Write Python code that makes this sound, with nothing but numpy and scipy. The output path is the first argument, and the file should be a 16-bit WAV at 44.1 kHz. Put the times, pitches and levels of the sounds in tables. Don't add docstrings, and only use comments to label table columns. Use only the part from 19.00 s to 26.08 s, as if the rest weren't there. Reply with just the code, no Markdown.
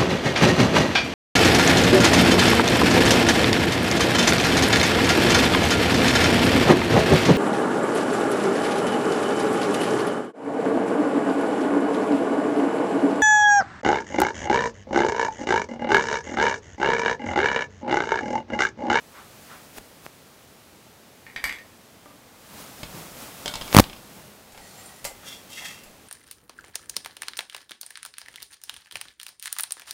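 import sys
import numpy as np
from scipy import signal
from scipy.fft import rfft, irfft, next_fast_len
from scipy.io import wavfile

SR = 44100
rng = np.random.default_rng(int(sys.argv[2]) if len(sys.argv) > 2 else 0)


def wav_out(sig):
    wavfile.write(sys.argv[1], SR, np.round(np.clip(np.atleast_2d(sig).T, -1, 1) * 32767).astype(np.int16))


N = 312228
TIME = np.arange(N) / SR

# [peak_s, level_db, rise_s]
BREAD_PRESSES = [(.48, -57, 0.46), (3.6, -49.5, 0.12), (3.8, -53.5, 0.14), (3.99, -49, 0.13),
                 (4.22, -48, 0.075), (4.45, -50, 0.42), (4.66, -49.5, 0.062), (5.16, -57, 0.17),
                 (5.81, -56, 0.17), (6.3, -58, 0.46), (6.72, -60, .13)]
SIZZLE_FALL = 1.29
# [frequency_hz, density_db]
SIZZLE_SPECTRUM = [(24, -35), (40, -7), (126, -4), (188, -1), (260, -2.5), (377, -8.5), (577, -4),
                   (1050, -9.5), (1250, -7.5), (1600, -11.5), (15500, -17)]

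# [end_s, level_db, swell_db_per_s]
HISS_BURSTS = [(0.786, -37, 378), (1.064, -44, 350), (4.75, -21.5, 1494), (4.803, -17, 239)]
# [frequency_hz, density_db]
HISS_SPECTRUM = [(60, 1), (400, 4.5), (1500, -0.5), (4000, -3.5), (9000, -5.5), (15500, -5.5)]

# [start_s, height_db, length_ms]
PRESSURE_POPS = [(.7837, -22, 0.35), (1.0644, -18, .41), (4.7286, -6, 0.21), (4.7477, 5, 0.93),
                 (4.7583, -8, 0.54), (4.7662, 13, 2.67), (4.778, 9.5, 0.35), (4.7860, 8.5, 3.77),
                 (4.7973, 12.5, 1.53), (4.8011, 6, 1.1)]
# [frequency_hz, density_db]
EDDY_SPECTRUM = [(300, -2), (900, 2.5), (1280, 8.5), (1700, 0.5), (4000, -4.5), (9000, -9), (15000, -13)]
TURBULENCE, TURBULENCE_GROWTH = 0.52, 0.21

# [start_s, level_db]
GRIDDLE_KNOCKS = [(3.832, -21), (4.459, -16), (4.479, -15), (4.539, -18.5), (4.555, -16.5), (4.612, -21.5),
                  (4.62, -24), (4.679, -25), (4.84, -23.5), (4.897, -28.5), (4.931, -28.5), (4.963, -33.5)]
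ROCK_FULL_DB, ROCK_DULLING = -12.5, 0.36
# [frequency_hz, level_db, t60_s]
GRIDDLE_MODES = [(599, -4, 0.25), (904, 1, 0.1), (1439, -6, 0.17), (2240, 1.5, 0.13), (2830, 0, 0.063),
                 (3166, 6, 0.071), (3970, -1.5, 0.073), (4290, -4, 0.11), (5070, 9, 0.052),
                 (5700, -12, 0.087), (7320, -22, .2)]
# [frequency_hz, density_db]
KNOCK_SPECTRUM = [(50, 6), (250, -1), (900, 2), (1800, -7), (3300, 3.5), (5000, -4), (8000, -6.5),
                  (15000, -22)]

# [start_s, level_db, brightness_db_per_octave]
EDGE_STRIKES = [(5.521, -39, -1), (5.547, -38, -12), (5.576, -32, -6.5), (6.0438, -24, 1),
                (6.0495, -17.5, -0.5), (6.502, -37, 4), (6.836, -38, 4), (6.862, -42, -6)]
# [frequency_hz, level_db, t60_s]
BLADE_MODES = [(550, 3.5, 0.15), (948, -1, 0.16), (1190, -1.5, 0.19), (2054, -1, 0.24), (2163, -6, .25),
               (4770, 7, 0.16), (5440, -1, 0.086), (7550, 3, 0.19), (7800, -5.5, 0.096), (9065, -21, .3),
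               (9900, 2, .14), (10500, -5, .14)]
# [frequency_hz, density_db]
STRIKE_SPECTRUM = [(35, 5.5), (90, -13), (300, -19), (560, -8), (850, 2), (1050, -22), (1300, -6),
                   (1700, -10), (3000, -8), (5900, -9), (7600, -6), (15500, -14.5)]

# [peak_s, level_db, rise_s]
TURNER_SHOVES = [(6.283, -39, .022), (6.335, -44.5, .03), (6.533, -39.5, 0.021), (6.581, -39, 0.021),
                 (6.658, -37.5, 0.044)]
SHOVE_FALL = 1.48
# [frequency_hz, width_hz, level_db]
SLIDING_MODES = [(1300, 120, -12), (1850, 110, -7), (2060, 150, 3), (2380, 200, -6), (2660, 200, 1),
                 (3260, 260, -1), (3620, 200, -10), (4730, 200, -12), (5680, 400, -13)]
# [frequency_hz, width_hz, level_db]
SINGING_MODES = [(760, 120, -3), (1949, 90, -3), (4400, 250, -14), (7343, 80, -4), (8400, 300, -14),
                 (9065, 90, -2), (10837, 250, -11)]
# [frequency_hz, density_db]
GRIT_SPECTRUM = [(500, -27), (2200, -10), (3200, -1), (4300, 0), (5500, 0), (7000, -0.5), (9800, -6.5),
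                 (11200, -7), (15000, -13)]
BITE_S, BITE_RISE_S, SKIMMING_DB, BITING_DB = 6.565, 0.012, -18, 3
SKIM_START_S, SKIM_END_S, SKIM_RISE_S, SKIM_RELEASE_S, SKIM_DB = 5.56, 6.104, .08, 0.23, -53

# [peak_s, level_db]
BRISTLE_SWISHES = [(.176, -46), (.524, -46)]
SWISH_S, SWISH_HZ, SWISH_OCTAVES = .15, 1180, 0.47
# [peak_s, level_db]
BLADE_PATS = [(3.561, -56), (3.957, -40.5), (5.176, -48.5)]
PAT_S, PAT_HZ, PAT_OCTAVES = 0.098, 172, 0.41
SLAP_S, SLAP_HZ, SLAP_OCTAVES, SLAP_DB = .18, 740, 0.72, -8
# [peak_s, level_db, length_s, centre_hz]
BREAD_DRAGS = [(6.26, -51, 0.16, 1370), (6.625, -46.5, .072, 764)]
DRAG_OCTAVES = 0.4

# [start_s, level_db, brightness_db_per_octave]
BRUSH_CLACKS = [(2.2663, -32.5, -13), (2.299, -40, -14), (2.362, -20.5, -4), (2.3764, -36, -14),
                (2.441, -14.5, 3), (2.4472, -26, -8), (2.4823, -30, -2), (2.4943, -20.5, -3),
                (2.5251, -27, 1), (2.586, -33.5, -4)]
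# [frequency_hz,
# level_db, t60_s]
CLATTER_MODES = [(1853, 10.5, 0.086), (1950, -5, 0.072), (2260, 2, 0.078), (2326, -12, 0.14), (4740, -5, 0.15),
                 (6340, -9, 0.13)]
# [frequency_hz, density_db]
CLACK_SPECTRUM = [(40, -6), (200, -30), (750, -14), (1600, -5.5), (1900, 7.5), (2400, 5.5), (2750, -7),
                  (3300, -2), (4300, -7.5), (6500, -13.5), (7900, -12), (9800, -21), (11200, -16),
                  (15500, -26)]

# [start_s, level_db, brightness_db_per_octave]
WORKTOP_BUMPS = [(3.058, -36, -3), (3.104, -40, 0)]
# [frequency_hz, level_db, t60_s]
WORKTOP_MODES = [(292, 0, 0.2), (604, 1.5, 0.2), (770, -12, .12), (1195, 6.5, 0.093)]
# [frequency_hz, density_db]
BUMP_SPECTRUM = [(250, -3), (1300, -1), (4000, -21)]

# [peak_s, level_db]
LOW_SWELLS = [(.788, -49), (2.37, -49), (2.447, -43), (4.815, -29.5)]
LOW_SWELL_S, LOW_SWELL_HZ, LOW_SWELL_OCTAVES = .055, 40, 0.65

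# [frequency_hz, density_db]
BURNER_SPECTRUM = [(15, -53), (25, -20), (86, -2), (156, -2), (221, -1), (368, -5.5), (399, -3.5),
                   (919, -8), (1020, -10.5), (1110, -8.5), (1200, -10.5), (3000, -14.5), (15500, -22)]
BURNER_DB = -51.5
# [frequency_hz, t60_s]
ROOM_DECAY = [(200, 0.51), (2000, 0.26), (6000, 0.21), (15000, 0.23)]
# [frequency_hz, gain_db]
BOOM_GAIN = [(100, -18), (300, -17), (1500, -11), (6000, -36)]
BAND_LIMIT_HZ = 15800


def gain_of(db):
    return 10 ** (np.asarray(db) / 20)


def evened(x):
    return x / np.sqrt(np.mean(x ** 2) + 1e-20)


def read(points, hz):
    f, value = np.transpose(points)
    return np.interp(np.log(hz + 1), np.log(f + 1), value)


def add(mix, s, sound):
    part = mix[max(round(s * SR), 0):][:len(sound)]
    part += sound[:len(part)]


def filtered(x, db_at):
    size = next_fast_len(len(x) + 2048)
    gain = gain_of(db_at(np.fft.rfftfreq(size, 1 / SR)))
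    return irfft(rfft(x, size) * gain, size)[:len(x)]


def coloured(x, points):
    return evened(filtered(x, lambda hz: read(points, hz)))


def wander(per_s):
    count = int(N / SR * per_s) + 2
    points = rng.standard_normal(size=2048)[:count]
    return evened(np.interp(TIME * per_s, np.arange(count), points))


def hump(count, lean):
    return np.sin(np.pi * np.linspace(0, 1, max(count, 4)) ** lean) ** 2


def swells(rows, fall):
    power = 0
    for s, db, rise_s in rows:
        distance = np.maximum(s - TIME, (TIME - s) / fall)
        power = power + gain_of(db) ** 2 * np.exp(-2 * distance / rise_s)
    return np.sqrt(power)


def grains(per_s, spread_db):
    size = gain_of(spread_db * np.minimum(rng.exponential(1, N), 4))
    return evened(size * rng.choice([-1, 1], N) * (rng.random(N) < per_s / SR))


def resonant(x, modes, drift=.012, patchy_db=3.5):
    out = np.zeros(N)
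    for hz, width, db in modes:
        pitch_hz = hz + drift * min(hz, 3000) * wander(14)
        turn = np.exp(2j * np.pi * np.cumsum(pitch_hz) / SR)
        r = np.exp(-np.pi * 1.5 * width / SR)
        ring = turn * signal.lfilter([(1 - r) ** 2], [1, -2 * r, r * r], x / turn)
        out += gain_of(db + patchy_db * wander(24)) * ring.real
    return evened(out)


def blows(rows, modes, colour, crack_t60, body_t60, body_db, ring_db, level_db):
    out, t = np.zeros(N), np.arange(SR // 2) / SR
    for s, db, bright_db in rows:
        def tilt(hz):
            return bright_db * np.log2(np.maximum(hz / 2500, 1))

        noise = rng.standard_normal(len(t))
        dense = evened(filtered(noise, lambda hz: read(colour, hz) + tilt(hz)))
        decay = gain_of(-60 * t / crack_t60) + gain_of(body_db - 60 * t / body_t60)
        shares = rng.uniform(.5, 1.5, len(modes)) * rng.choice([-1, 1], len(modes))
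        ring = np.zeros(len(t))
        for share, (hz, mode_db, t60) in zip(shares, modes):
            envelope = gain_of(mode_db + tilt(hz) / 2 - 60 * t / t60)
            ring += share * envelope * np.sin(2 * np.pi * hz * t)
        add(out, s, gain_of(db + level_db) * (dense * decay + gain_of(ring_db) * ring))
    return out


def rub(rows, length_s, centre_hz, octaves, lean=.55):
    def band_db(hz):
        distance = np.log2((hz + 1) / centre_hz) / octaves
        return -20 * np.log10(1 + distance ** 2 / 2)

    out, swell = np.zeros(N), hump(round(length_s * SR), lean)
    for s, db in rows:
        noise = filtered(rng.standard_normal(size=16384), band_db)
        noise = evened(np.resize(noise, len(swell)))
        add(out, s - swell.argmax() / SR, gain_of(db) * swell * noise)
    return out


def sizzle(level_db=8.5, idle_db=-72, crackle=0.39):
    level = np.hypot(swells(BREAD_PRESSES, SIZZLE_FALL), gain_of(idle_db))
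    bubbles = evened(rng.standard_normal(N) + crackle * grains(per_s=3000, spread_db=3.5))
    return gain_of(level_db) * level * coloured(bubbles, SIZZLE_SPECTRUM)


def hiss(cutoff_db_per_s=3500):
    level = 0
    for s, db, swell in HISS_BURSTS:
        drop_db = np.maximum((s - TIME) * swell, (TIME - s) * cutoff_db_per_s)
        level = level + gain_of(db - drop_db)
    return level * coloured(rng.standard_normal(N), HISS_SPECTRUM)


def pops(low_cut_hz=107):
    out = np.zeros(N)
    swirl = coloured(rng.standard_normal(N), EDDY_SPECTRUM)
    for k, (s, db, ms) in enumerate(PRESSURE_POPS):
        turbulence = TURBULENCE * ms ** TURBULENCE_GROWTH
        push = hump(round(ms * SR / 1000), lean=0.78)
        eddies = swirl[k * N // len(PRESSURE_POPS):][:len(push)]
        eddies = eddies - eddies.mean()
        add(out, s, gain_of(db) * (push + turbulence * np.sqrt(push) * eddies))
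    return signal.lfilter(*signal.butter(2, low_cut_hz, "high", fs=SR), out)


def rocking():
    knocks = [(s, db, ROCK_DULLING * (db - ROCK_FULL_DB)) for s, db in GRIDDLE_KNOCKS]
    return blows(knocks, GRIDDLE_MODES, KNOCK_SPECTRUM, crack_t60=.019, body_t60=0.092,
                 body_db=-17.5, ring_db=-19, level_db=-6)


def turner_strikes():
    return blows(EDGE_STRIKES, BLADE_MODES, STRIKE_SPECTRUM, crack_t60=0.072, body_t60=0.24,
                 body_db=-13.0, ring_db=-16.5, level_db=-9.5)


def scrape(grit_db=-2.0, skim_grit_db=-2, low_modes_hz=2400, judder_db=1.5):
    slips = evened(grains(per_s=2200, spread_db=0.5) + .5 * rng.standard_normal(N))
    slips = slips * gain_of(judder_db * wander(160))
    ring = resonant(slips, SLIDING_MODES, drift=.02, patchy_db=2.5)
    low = signal.sosfiltfilt(signal.butter(4, low_modes_hz, fs=SR, output="sos"), ring)
    grit = coloured(slips, GRIT_SPECTRUM)
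    contact = .5 + .5 * np.tanh((TIME - BITE_S) / BITE_RISE_S)
    low_gain = gain_of(SKIMMING_DB + (BITING_DB - SKIMMING_DB) * contact)
    sliding = ring + (low_gain - 1) * low + gain_of(grit_db) * grit
    singing = resonant(slips, SINGING_MODES, drift=.015, patchy_db=4.5)
    rise = (TIME - SKIM_START_S) / SKIM_RISE_S
    release = (SKIM_END_S - TIME) / SKIM_RELEASE_S
    sweep = np.clip(np.minimum(rise, release), 0, 1)
    skimming = gain_of(SKIM_DB) * sweep * (singing + gain_of(skim_grit_db) * grit)
    return swells(TURNER_SHOVES, SHOVE_FALL) * sliding + skimming


def dough():
    swishes = rub(BRISTLE_SWISHES, SWISH_S, SWISH_HZ, SWISH_OCTAVES)
    pats = rub(BLADE_PATS, PAT_S, PAT_HZ, PAT_OCTAVES)
    slaps = gain_of(SLAP_DB) * rub(BLADE_PATS, SLAP_S, SLAP_HZ, SLAP_OCTAVES)
    drags = sum(rub([(s, db)], length_s, hz, DRAG_OCTAVES) for s, db, length_s, hz in BREAD_DRAGS)
    return swishes + pats + slaps + drags


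def brush_clatter():
    return blows(BRUSH_CLACKS, CLATTER_MODES, CLACK_SPECTRUM, crack_t60=0.023, body_t60=.08,
                 body_db=-19.5, ring_db=-15.0, level_db=-5.0)


def worktop_bumps():
    return blows(WORKTOP_BUMPS, WORKTOP_MODES, BUMP_SPECTRUM, crack_t60=.04, body_t60=.1,
                 body_db=-13, ring_db=-4, level_db=-10.5)


def low_swells():
    return rub(LOW_SWELLS, LOW_SWELL_S, LOW_SWELL_HZ, LOW_SWELL_OCTAVES)


def burner():
    return gain_of(BURNER_DB) * coloured(rng.standard_normal(N), BURNER_SPECTRUM)


def kitchen(x, gap_s=.006):
    t = np.arange(SR // 2) / SR
    taps = rng.choice([-1., 1.], len(t)) * (rng.random(len(t)) < 3000 / SR) * (t > gap_s)
    hz, at, bands = signal.stft(taps, SR, nperseg=256)
    t60 = read(ROOM_DECAY, hz)
    tail = signal.istft(bands * gain_of(-60 * at / t60[:, None]), SR, nperseg=256)[1]
    return signal.fftconvolve(x, tail / np.linalg.norm(tail))[:N]


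def scene():
    bursts, blasts = hiss(), pops()
    stove = rocking() + turner_strikes() + worktop_bumps() + scrape() + dough()
    clacks = brush_clatter()
    boom = filtered(blasts, lambda hz: read(BOOM_GAIN, hz))
    to_room = gain_of(-6.5) * stove + gain_of(-1) * clacks
    to_room = to_room + gain_of(-16.5) * bursts + gain_of(-32.0) * boom
    direct = sizzle() + bursts + blasts + stove + clacks + low_swells() + burner()
    return (direct + kitchen(to_room))[None]


def record(dry, ceiling=1.0):
    clipped = np.clip(dry, -ceiling, ceiling)
    low_pass = signal.firwin(511, BAND_LIMIT_HZ, window=("kaiser", 9), fs=SR)
    return signal.oaconvolve(clipped, low_pass[None], "same")


dry = scene()
out = record(dry)
wav_out(out)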